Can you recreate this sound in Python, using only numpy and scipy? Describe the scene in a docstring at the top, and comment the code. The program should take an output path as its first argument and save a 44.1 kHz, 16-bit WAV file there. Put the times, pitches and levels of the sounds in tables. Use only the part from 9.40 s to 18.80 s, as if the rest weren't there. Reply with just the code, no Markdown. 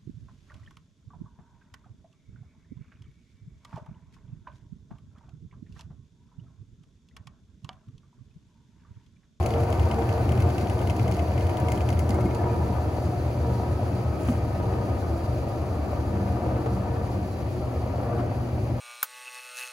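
"""A wet load spins in a top-load washer, lid open, heard by two microphone ports just above the opening.
The tub rumbles and shakes in tones that sink as the basket slows from about ten to under eight turns a second.
Noise shaped by resonances booms and roars with brief accents, the motor hums and a drive whines.
For about three seconds water spurts tick and spatter on the tub wall, mostly two a turn, over wash and spray.
Near five seconds the tub knocks once with a splash, and the frame throbs on."""
import sys
import numpy as np
from scipy import signal
from scipy.fft import rfft, irfft
from scipy.io import wavfile
from scipy.ndimage import uniform_filter1d

SR = 44100
rng = np.random.default_rng(int(sys.argv[2]) if len(sys.argv) > 2 else 0)


def persist_wave(psi):
    """Save psi, clipped to +-1, as 16-bit WAV."""
    counts = np.round(np.clip(psi, -1, 1) * 32767).astype(np.int16)
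    wavfile.write(sys.argv[1], SR, np.atleast_2d(counts).T)


N = 414540

# between the two microphone ports: f/Hz, likeness (0 to 1)
PORT_LIKENESS = [(30, .97), (60, .995), (130, .975), (290, .88), (640, .73), (1000, .53), (1500, .38),
                 (3000, .3), (5500, .45), (8000, .93), (15000, .98)]
# f/Hz, phase by which the left port leads/rad
PORT_LEAD = [(30, 0), (850, .1), (1400, -.9), (2400, -1.5), (4400, -1.0), (6400, 0), (8550, -3.14),
             (10900, -6.28), (13500, -9.42), (15800, -12.57)]
# f/Hz, left minus right level/dB
PORT_BALANCE = [(60, 1), (110, .8), (200, .6), (380, 1.7), (700, 2.5), (1290, 2.4), (2380, 1.2),
                (4400, -1.7), (8120, -.4), (15000, 0)]

# motor hum: multiple of the mains, relative level/dB
HUM_PARTIALS = [(1, -17), (2, -2), (4, -14.5)]
# the hum swells and eases: t/s, level/dB
HUM_LEVEL = [(0, -51), (.35, -32.5), (.53, -45), (1.0, -24.5), (1.32, -44), (1.62, -25.5), (1.88, -44),
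             (2.1, -35.5), (2.8, -30.5), (3.65, -35.5), (4.1, -27.5), (5.05, -39), (5.4, -32),
             (5.65, -38.5), (6.65, -35), (7.35, -31), (7.8, -38), (9.25, -28.5)]
# housing resonances that let the whine through: f/Hz, width/Hz, relative level/dB
HOUSING_MODES = [(1350, 12, 4), (1253, 63, 4), (1160, 10, -2)]
# tones of the motor's shaft: multiple of its own rate, relative level/dB
ROTOR_TONES = [(5, -52), (6, -52), (7, -54), (8, -57), (10, -49), (11, -51), (12, -51), (14, -55),
               (15, -60), (16, -61)]

# broad boom of the side panels: f/Hz, relative level/dB
BOOM_COLOUR = [(90, -17), (138, 4), (170, -1.5), (260, -0.5), (380, -3.5), (425, -14.5), (520, -39),
               (900, -56)]
# side panel resonances above the boom: f/Hz, width/Hz, relative level/dB
PANEL_MODES = [(193, 30, 0.5), (203.5, 17.5, -2), (224, 16, -5.5), (309, 13, 3.5), (347, 56, -1.5),
               (368.7, 19, 4)]
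# broad roar of churned air: f/Hz, relative level/dB
ROAR_COLOUR = [(250, -14.5), (430, -8), (510, -3.5), (650, -3), (760, -6.5), (900, -11.5), (1050, -16),
               (1400, -22.5), (2000, -28.5), (3500, -43), (8000, -58)]
# cabinet resonances above the roar: f/Hz, width/Hz, relative level/dB
CABINET_MODES = [(461.8, 8.3, 11), (612, 37, 0), (712, 9.6, 6.5), (727.6, 11.4, 6), (785, 5, 7),
                 (838, 6.4, 4.5), (955, 31.5, 9), (1092, 19, 3.5), (1178, 24, 8.5), (1234, 17.4, 11.5),
                 (1344, 18, 9.5), (1503, 48, 8), (1740, 29, 9), (1890, 30, -1)]
# the load shifts and the roar surges: t/s, spread/s, rise in level/dB
SURGES = [(0.173, 0.014, 4), (0.626, 0.16, 0), (0.937, 0.12, 1.5), (2.767, 0.054, 1.5), (3.05, 0.021, 3.5),
          (5.358, 0.096, 2), (6.602, 0.07, 0.5), (7.175, 0.25, 1.5), (8.74, 0.1, 3)]
# brief accents in the roar: t/s, relative level/dB, f of the short ring/Hz
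ACCENTS = [(0.054, -20, 684), (0.144, -20, 460), (0.585, -13, 456), (0.925, -22, 447), (1.661, -16, 490),
           (1.788, -25, 660), (2.786, -14, 600), (3.618, -26, 606), (4.197, -20, 723), (4.233, -21, 745),
           (4.336, -24, 610), (4.595, -25, 474), (5.325, -19, 743), (5.697, -28, 580), (6.074, -19, 626),
           (6.531, -17.5, 550), (7.062, -18, 460), (7.11, -31, 585), (7.221, -20, 733), (7.261, -13.5, 457),
           (8.538, -20, 744), (8.914, -19.5, 706), (9.294, -27, 600)]

# water washing round the tub: f/Hz, relative level/dB
WASH_COLOUR = [(700, -0.6), (1400, -0.6), (1800, 3.4), (2100, 3.4), (2500, 3.4), (3000, -2.1),
               (3600, -11.6), (5000, -17.1), (9000, -41)]
# fine spray on the wall: f/Hz, relative level/dB
SPRAY_COLOUR = [(2000, -18.1), (3600, 4.4), (4200, 8.4), (4650, 10.1), (5300, 2.1), (6300, 4.6),
                (8000, -10.4), (9000, -7.1), (10800, -2.1), (13000, 2.4), (14500, -4.1), (16000, -4.6)]
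# drops bursting on the wall: f/Hz, relative level/dB
SPATTER_COLOUR = [(2500, -59), (4400, 2.6), (5500, 3.6), (6800, 8.1), (9000, 7.1), (10800, 7.1),
                  (13000, -5.9), (16000, 2.5)]
# steel basket resonances in wash and spray: f/Hz, width/Hz, relative level/dB
BASKET_MODES = [(2366, 70, -1.4), (3300, 84, 1), (4680, 63, 0.6), (4900, 76, -0.6), (7580, 390, 10.8),
                (9420, 460, 12.3)]
# big single drops: t/s, level/dB
BIG_DROPS = [(.064, -36), (.543, -42), (.727, -40), (1.021, -40), (1.505, -37), (1.722, -37), (2.322, -41),
             (2.503, -35), (2.706, -33), (2.948, -39)]
# wall resonances under single drops: f/Hz, width/Hz, relative level/dB
DROP_MODES = [(2700, 830, -2.5), (4450, 500, 3.5), (6400, 1500, -3), (10400, 1500, -8)]
# spurts on the tub wall: t/s, relative slap level/dB, relative spatter level/dB
SPURTS = [(0.0275, -37, -46), (0.0605, -34, -39), (0.1057, -38, -50), (0.1382, -34, -53),
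          (0.2054, -44, -49), (0.2339, -41, -48), (0.3017, -40, -47), (0.3266, -34, -46),
          (0.3955, -34, -49), (0.4299, -39, -55), (0.513, -32, -46), (0.5886, -43, -48), (0.6215, -38, -58),
          (0.6917, -33.5, -49), (0.7794, -41, -55), (0.8126, -42, -56), (0.8918, -33, -46),
          (0.92, -34, -43), (0.9762, -40, -48), (1.0026, -33, -43), (1.0231, -42, -54), (1.0725, -48, -55),
          (1.0989, -39, -58), (1.1812, -33.5, -43.5), (1.2104, -37, -52), (1.271, -39, -53),
          (1.298, -33.5, -44), (1.3912, -37, -50), (1.4147, -40, -50), (1.4725, -32.5, -44),
          (1.498, -30, -42), (1.5638, -41, -47), (1.5958, -33, -50), (1.6791, -34.5, -43),
          (1.713, -34.5, -44), (1.7664, -39, -48), (1.793, -33.5, -49), (1.9195, -45, -57),
          (1.9777, -33, -49), (2.0086, -37, -51), (2.0687, -37, -47), (2.094, -37, -50), (2.171, -36, -43),
          (2.1997, -40, -46), (2.2847, -32.5, -41), (2.319, -32.5, -39), (2.3757, -36, -47),
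          (2.4074, -34.5, -48), (2.489, -30.5, -42), (2.5272, -36, -45), (2.5731, -43, -62),
          (2.592, -32.5, -36), (2.692, -35, -38), (2.7442, -46, -46.5), (2.8075, -46, -47),
          (2.8559, -48, -53), (2.9083, -45, -53), (2.9507, -42, -47)]
# tub wall resonances under a spurt: f/Hz, width/Hz, relative level/dB
SLAP_MODES = [(2500, 590, 1), (3030, 510, -1.5), (5200, 2500, -10)]
# drips chirping as the wall drains: t/s, starting f/Hz, level/dB
DRIPS = [(2.706, 2060, -41), (2.744, 2130, -40), (2.807, 2160, -43), (2.808, 2600, -48), (2.852, 2400, -48),
         (2.857, 2140, -39), (2.908, 2150, -42), (2.909, 2420, -45), (2.948, 2600, -47), (3.031, 2130, -43),
         (3.094, 2410, -44), (3.135, 2380, -48)]

# scuffs of wet cloth: t/s, spread/s, level/dB
SCUFFS = [(7.27, .014, -43), (8.8, 0.013, -40)]
# brief panel drones: t/s, spread/s, f at that moment/Hz, level/dB
DRONES = [(0.18, 0.047, 463, -31.5), (0.294, 0.34, 726, -42), (0.623, 0.038, 461, -29.5),
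          (0.55, 0.11, 219, -36.5), (0.603, 0.24, 335, -39), (1.686, .07, 180, -34.5),
          (1.782, 0.06, 322, -36), (1.808, 0.021, 690, -33), (2.783, 0.08, 368.6, -35.5),
          (3.056, 0.06, 361.4, -36), (4.155, .07, 195.5, -38), (4.3, .1, 356, -41), (5.204, .1, 180.6, -38),
          (5.761, 0.066, 332, -37), (6.85, 0.089, 196, -34), (7.1, 0.17, 318, -37),
          (7.377, 0.048, 193.3, -31), (7.783, 0.072, 193, -37.5), (8.251, 0.15, 364, -40),
          (8.737, 0.042, 474, -36)]
# modes of the knocked tub: f/Hz, level/dB, t60/s
KNOCK_MODES = [(107.6, -16, .25), (160, -21, .14), (190, -22, .22), (242, -8.5, .11), (490, -26, .06),
               (1225, -30, .035)]

# the load heaves and the tub swells: t/s, spread/s, rise in level/dB
HEAVES = [(0.397, 0.029, 6), (1.03, 0.053, 2), (2.043, 0.013, 7), (2.7, 0.13, 2.5), (4.13, 0.011, 6.5),
          (6.675, 0.016, 7)]
# random rumble of the tub: f/Hz, relative level/dB
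RUMBLE_COLOUR = [(20, -53), (33, -39), (41, -17), (52, -17), (70, -4), (95, -1), (118, 0), (150, -14),
                 (300, -35), (1200, -110)]
# how strongly the tub answers a shake: f/Hz, relative level/dB
TUB_RESPONSE = [(50, -29), (58, -16), (65, -10.5), (70, -5.5), (77, -0.5), (85, -2.5), (93, 1.5), (100, 0),
                (122, 0), (135, -8), (150, -15)]
# tones of the basket: multiple of its turning rate, relative level/dB
BASKET_SHAKES = [(6, -40), (7, -32.5), (8, -34), (9, -40), (10, -40), (11, -36), (13, -39), (14, -44),
                 (15, -44)]
# tones of the belt: multiple of its own rate, relative level/dB
BELT_SHAKES = [(10, -40), (11, -35), (12, -35.3), (13, -33.5), (14, -33), (15, -45), (17, -41), (18, -42),
               (19, -40), (21, -42), (22, -44)]

# speed of the basket at the start, its loss each second, and how that loss eases
TURNS_PER_S, SLOWING_PER_S2, EASING_PER_S3 = 10.477, .3041, .0018
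# rounds of the belt, rounds of the motor's shaft and cycles of whine and frame throb per turn of the basket
BELT_PER_TURN, ROTOR_PER_TURN, WHINE_PER_TURN, THROB_PER_TURN = .6554, 6.358, 139.88, 5
MAINS_HZ = 60.05
KNOCK_S = 4.886
SPLASH_S, SPLASH_SPREAD_S = 4.885, .06
# water flies until this time, then dies away
FLING_END_S, FLING_FADE_S = 2.5, .12


def from_db(db):
    """Decibels to gain."""
    return 10 ** (np.asarray(db) / 20)


def to_left(db):
    """Gains that set the left port this many dB above the right."""
    return from_db([[db / 2], [-db / 2]])


def rms_one(x):
    """Scale to unit rms."""
    return x / np.sqrt(np.mean(x ** 2) + 1e-20)


def seconds():
    """Time of every sample."""
    return np.arange(N) / SR


def bins():
    """Frequency of every spectral bin in Hz, at least 1."""
    return np.maximum(np.arange(N // 2 + 1) * SR / N, 1)


def in_hz(points):
    """Join (f/Hz, value) points on a log-frequency axis."""
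    hz, value = np.transpose(points)
    return np.interp(np.log(bins()), np.log(hz), value)


def drift(rate_hz):
    """Random wander of rms 1, ever weaker above its rate."""
    white = rfft(rng.standard_normal(N))
    return rms_one(irfft(white / (1 + (bins() / rate_hz) ** 2), N))


def swell(s, spread_s):
    """A smooth bell-shaped rise and fall around one moment."""
    return np.exp(-.5 * ((seconds() - s) / spread_s) ** 2)


def sinking(start_db, fall_db_per_s):
    """A level in dB that falls evenly with time."""
    return start_db - fall_db_per_s * seconds()


def speed():
    """Turns of the basket per second as it coasts down."""
    return TURNS_PER_S - SLOWING_PER_S2 * seconds() + EASING_PER_S3 * seconds() ** 2


def turns():
    """Turns of the basket so far."""
    return np.cumsum(speed()) / SR


def resonances(modes):
    """Summed power response of (f/Hz, width/Hz, level/dB) resonances."""
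    f = bins()
    total = np.zeros(len(f))
    for hz, width, db in modes:
        detuning = (f * f - hz * hz) / (f * width)
        total += from_db(db) ** 2 / (1 + detuning ** 2)
    return total


def each_turn(size=4096):
    """Two random patterns that come round again with every turn of the basket."""
    place = turns() % 1 * size
    patterns = rng.standard_normal((2, size))
    return np.array([np.interp(place, np.arange(size), pattern) for pattern in patterns])


def stereo_noise(gain, unit=True, repeating=0):
    """Coloured noise at the two ports, a share of its power repeating every turn; rms 1 if unit."""
    white = rng.standard_normal((2, N))
    if repeating:
        white = np.sqrt(1 - repeating) * white + np.sqrt(repeating) * each_turn()
    mid, side = rfft(white)
    alike = np.clip(in_hz(PORT_LIKENESS), 0, 1)
    sign = np.array([[1], [-1]])   # left, right
    pair = np.sqrt(1 + alike) * mid + sign * np.sqrt(1 - alike) * side
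    balance = from_db(sign * in_hz(PORT_BALANCE) / 2)
    lead = np.exp(.5j * sign * in_hz(PORT_LEAD))
    noise = irfft(gain * pair * balance * lead, N)
    return rms_one(noise) if unit else noise


def resonant_noise(broad, modes, waver_db=2.5, groups=3):
    """Partly repeating broad noise, with groups of resonances that wax and wane independently; rms 1."""
    colour = from_db(in_hz(broad))
    noise = stereo_noise(colour, unit=False, repeating=.45)
    for k in range(groups):
        peaks = stereo_noise(colour * np.sqrt(resonances(modes[k::groups])), unit=False)
        noise = noise + peaks * from_db(waver_db * drift(.48))
    return rms_one(noise)


def tone(hz, waver_db, waver_hz, wander_rad):
    """A sine of rms about 1 that wavers in level and phase."""
    phase = 2 * np.pi * np.cumsum(hz * np.ones(N)) / SR + wander_rad * drift(waver_hz)
    return np.sqrt(2) * np.sin(phase) * from_db(waver_db * drift(waver_hz))


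def partial(cycles):
    """A clean sine of rms 1 that follows a count of cycles, from a random phase."""
    return np.sqrt(2) * np.sin(2 * np.pi * (cycles + rng.random()))


def struck(s, hz, db, t60, rise_s, glide_per_s=0):
    """A sine that starts at one moment, builds up, dies away and may glide upward."""
    out, start = np.zeros(N), int(s * SR)
    age = np.arange(min(int(2 * t60 * SR), N - start)) / SR
    envelope = from_db(db - 60 * age / t60) * (1 - np.exp(-age / rise_s))
    cycles = hz * age * (1 + glide_per_s * age / 2)
    out[start:start + len(age)] = envelope * np.sin(2 * np.pi * cycles)
    return out


def impulses(times, levels_db):
    """One-sample clicks at the given times."""
    clicks = np.zeros(N)
    clicks[np.round(times * SR).astype(int)] = from_db(levels_db)
    return clicks + 1e-18   # keeps the filters clear of vanishing numbers


def dying(clicks, t60):
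    """Each click starts an exponential decay of its own height."""
    return signal.lfilter([1], [1, -from_db(-60 / (t60 * SR))], clicks)


def bursts(times, levels_db, hit_t60, tail_t60, tail_db, rise_s):
    """Envelope of a row of bursts: each quick and rounded, with a weaker, longer tail."""
    clicks = impulses(times, levels_db)
    shape = dying(clicks, hit_t60) + from_db(tail_db) * dying(clicks, tail_t60)
    rise = max(int(rise_s * SR), 1)
    return uniform_filter1d(uniform_filter1d(shape, rise), rise)


def motor_hum():
    """Magnetic hum on multiples of the mains, swelling and easing."""
    level_db = np.interp(seconds(), *np.transpose(HUM_LEVEL))
    tones = sum(from_db(db) * tone(k * MAINS_HZ, waver_db=-.6, waver_hz=11.4, wander_rad=.16)
                for k, db in HUM_PARTIALS)
    return from_db(level_db) * tones * to_left(.8)


def frame_throb():
    """A deep tone locked to the basket sets in at the knock and dies away."""
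    age = np.maximum(seconds() - KNOCK_S, 0)
    level = (1 - np.exp(-age / .1)) * from_db(-45.5 - 4.5 * age)
    throb = tone(THROB_PER_TURN * speed(), waver_db=4, waver_hz=1.5, wander_rad=.2)
    return level * throb * to_left(.8)


def drive_whine():
    """A thin whine sinks with the speed and grows as it passes resonances of the housing."""
    hz = WHINE_PER_TURN * speed()
    passing = np.interp(hz, bins(), np.sqrt(resonances(HOUSING_MODES)))
    # the two ports hear independent wavering
    whine = np.array([tone(hz, waver_db=2.8, waver_hz=9, wander_rad=1.2) for port in range(2)])
    return from_db(-56) * passing * whine


def rotor():
    """The motor's shaft sings on its multiples, which wax, wane and wobble once per basket turn."""
    angle = turns()
    tones = 0
    for k, db in ROTOR_TONES:
        wobble = 1 + .58 * partial(angle)
        tones = tones + from_db(db + 2.5 * drift(.84)) * wobble * partial(k * ROTOR_PER_TURN * angle)
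    return from_db(sinking(1.65, .53)) * tones * to_left(2.2)


def surging():
    """Extra dB while the load shifts."""
    return sum(db * swell(s, spread) for s, spread, db in SURGES)


def cabinet():
    """Panels boom; churned air roars, flutters at random as clothes sweep past, and surges as they shift."""
    surge_db = surging()
    boom_db = sinking(-33, .23) + .57 * surge_db + 1.48 * drift(19)
    roar_db = sinking(-32, .59) + surge_db + 1.16 * drift(43)
    boom = from_db(boom_db) * resonant_noise(BOOM_COLOUR, PANEL_MODES)
    roar = from_db(roar_db) * resonant_noise(ROAR_COLOUR, CABINET_MODES)
    return boom + roar


def roar_accents():
    """Each accent is a dull noise burst in the roar's colour with a short sine ring."""
    times, levels_db, _ = np.transpose(ACCENTS)
    dull = bursts(times, levels_db - 10, hit_t60=.044, tail_t60=.05, tail_db=-18, rise_s=.0011)
    rings = sum(struck(s, hz, db - 8.5, t60=.06, rise_s=.5 / hz) for s, db, hz in ACCENTS)
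    return dull * stereo_noise(from_db(in_hz(ROAR_COLOUR))) + rings * to_left(2.4)


def tub_echoes(count=24):
    """Random short reflections inside the tub lay a fine steady ripple on the spectrum."""
    paths = np.zeros(N)
    paths[0] = 1   # direct sound
    delays_s = rng.uniform(.003, .02, count)
    paths[(delays_s * SR).astype(int)] = .08 * rng.choice([-1, 1], count)
    return np.abs(rfft(paths))


def flinging():
    """1 while water still flies out of the load, easing to 0 afterwards."""
    return .5 - .5 * np.tanh((seconds() - FLING_END_S) / FLING_FADE_S)


def water():
    """Water washes round the tub and fine drops hiss, louder while water flies; it splashes once."""
    wet, splashing = flinging(), swell(SPLASH_S, SPLASH_SPREAD_S)
    walls = tub_echoes() * np.sqrt(1 + resonances(BASKET_MODES))
    wash_db = sinking(-50.5, .29) + 2.3 * wet + .18 * surging() + 4 * splashing
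    wash_db = wash_db + drift(44) + .5 * drift(11)
    spray_db = sinking(-52.1, .45) + .5 * wet + .4 * drift(300) + .91 * drift(15)
    wash = from_db(wash_db) * stereo_noise(walls * from_db(in_hz(WASH_COLOUR)))
    spray = from_db(spray_db) * stereo_noise(walls * from_db(in_hz(SPRAY_COLOUR)))
    splash_level = from_db(-52 + 2.1 * drift(150)) * splashing
    return wash + spray + splash_level * stereo_noise(from_db(in_hz(SPATTER_COLOUR)))


def single_drops(count=50):
    """Drops tick on the wall: big ones at set times, mostly fainter ones at random while water flies."""
    faint_s = rng.uniform(0, FLING_END_S, count)
    faint_db = -46.5 + 2 * rng.standard_normal(count)
    times, levels_db = np.transpose(np.vstack([BIG_DROPS, np.column_stack([faint_s, faint_db])]))
    ticks = bursts(times, levels_db, hit_t60=.014, tail_t60=.075, tail_db=-17, rise_s=.0014)
    return ticks * stereo_noise(np.sqrt(resonances(DROP_MODES)))


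def drips():
    """Soft ringing sines chirp upward as the wall drains."""
    chirps = sum(struck(s, hz, db, t60=210 / hz, rise_s=.002, glide_per_s=.8) for s, hz, db in DRIPS)
    return chirps * to_left(3)


def spurts():
    """Each spurt slaps the wall in its own mix of modes, breaks into bright drops and leaves a faint ring."""
    times, slap_db, spatter_db = np.transpose(SPURTS)
    slap = 0
    for hz, width, db in SLAP_MODES:
        levels_db = slap_db - 6.5 + db + 1.4 * rng.standard_normal(len(times))
        hits = bursts(times, levels_db, hit_t60=.012, tail_t60=.065, tail_db=-9, rise_s=.0006)
        slap = slap + hits * stereo_noise(resonances([(hz, width, 0)]))
    ring = bursts(times, slap_db - 12.5, hit_t60=.082, tail_t60=.11, tail_db=-10, rise_s=.0024)
    ring = ring * stereo_noise(resonances([(2110, 120, 0)]))
    spatter = bursts(times, spatter_db + 2, hit_t60=.02, tail_t60=.21, tail_db=-15.5, rise_s=.0025)
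    spatter = spatter * stereo_noise(from_db(in_hz(SPATTER_COLOUR))) * from_db(2 * drift(900))
    return (slap + ring) * to_left(3) + spatter


def cracks():
    """The first contact of each spurt is one dry click, band-passed from 2 to 5.5 kHz."""
    times, slap_db, _ = np.transpose(SPURTS)
    band = signal.butter(2, (2000, 5500), "band", fs=SR, output="sos")
    return signal.sosfilt(band, impulses(times, slap_db + 9)) * to_left(2)


def scuffs():
    """Wet cloth scuffs briefly against the tub: swells of noise around 990 Hz."""
    level = sum(from_db(db) * swell(s, spread) for s, spread, db in SCUFFS)
    return level * stereo_noise(resonances([(990, 800, 0)]))


def panel_drones():
    """Panels drone briefly on tones that sink with the basket's speed."""
    rate, angle = speed(), turns()
    return sum(from_db(db) * swell(s, spread) * partial(angle * hz / rate[int(s * SR)])
               for s, spread, hz, db in DRONES)


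def knock():
    """One knock sets the tub's modes ringing under a short noisy click."""
    ringing = sum(struck(KNOCK_S, hz, db, t60, rise_s=1.5 / hz) for hz, db, t60 in KNOCK_MODES)
    click = bursts(np.array([KNOCK_S]), -27, hit_t60=.015, tail_t60=.23, tail_db=-25, rise_s=.0018)
    return ringing + click * stereo_noise(from_db(in_hz(WASH_COLOUR)))


def tub_rumble():
    """Low random rumble whose swings in loudness are countered."""
    rumble = stereo_noise(from_db(in_hz(RUMBLE_COLOUR)))
    power = uniform_filter1d(np.mean(rumble ** 2, axis=0), int(.12 * SR))
    # an exponent of .5 would level it; .68 turns loud stretches slightly soft
    return from_db(sinking(-32.5, .32)) * rms_one(rumble / power ** .68)


def tub_shaking():
    """Basket and belt shake the tub in clean sinking tones that beat, weighted by the tub's response."""
    rate, angle = speed(), turns()
    shakes = BASKET_SHAKES + [(k * BELT_PER_TURN, db) for k, db in BELT_SHAKES]
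    response = np.transpose(TUB_RESPONSE)
    tones = sum(from_db(db + np.interp(k * rate, *response)) * partial(k * angle) for k, db in shakes)
    return from_db(sinking(0, .36)) * tones * to_left(.8)


def tub():
    """Rumble and shaking swell together as the load heaves."""
    heave_db = sum(db * swell(s, spread) for s, spread, db in HEAVES)
    return from_db(heave_db) * (tub_rumble() + tub_shaking())


def scene():
    """Everything is heard from just above the open lid."""
    drive = motor_hum() + frame_throb() + drive_whine() + rotor()
    air = cabinet() + roar_accents()
    wet = water() + single_drops() + drips() + spurts() + cracks()
    load = scuffs() + panel_drones() + knock() + tub()
    return drive + air + wet + load


def record(dry):
    """The treble is cut steeply above 15.9 kHz."""
    return signal.sosfilt(signal.ellip(12, .1, 80, 15900, fs=SR, output="sos"), dry)


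dry = scene()
out = record(dry)
persist_wave(out)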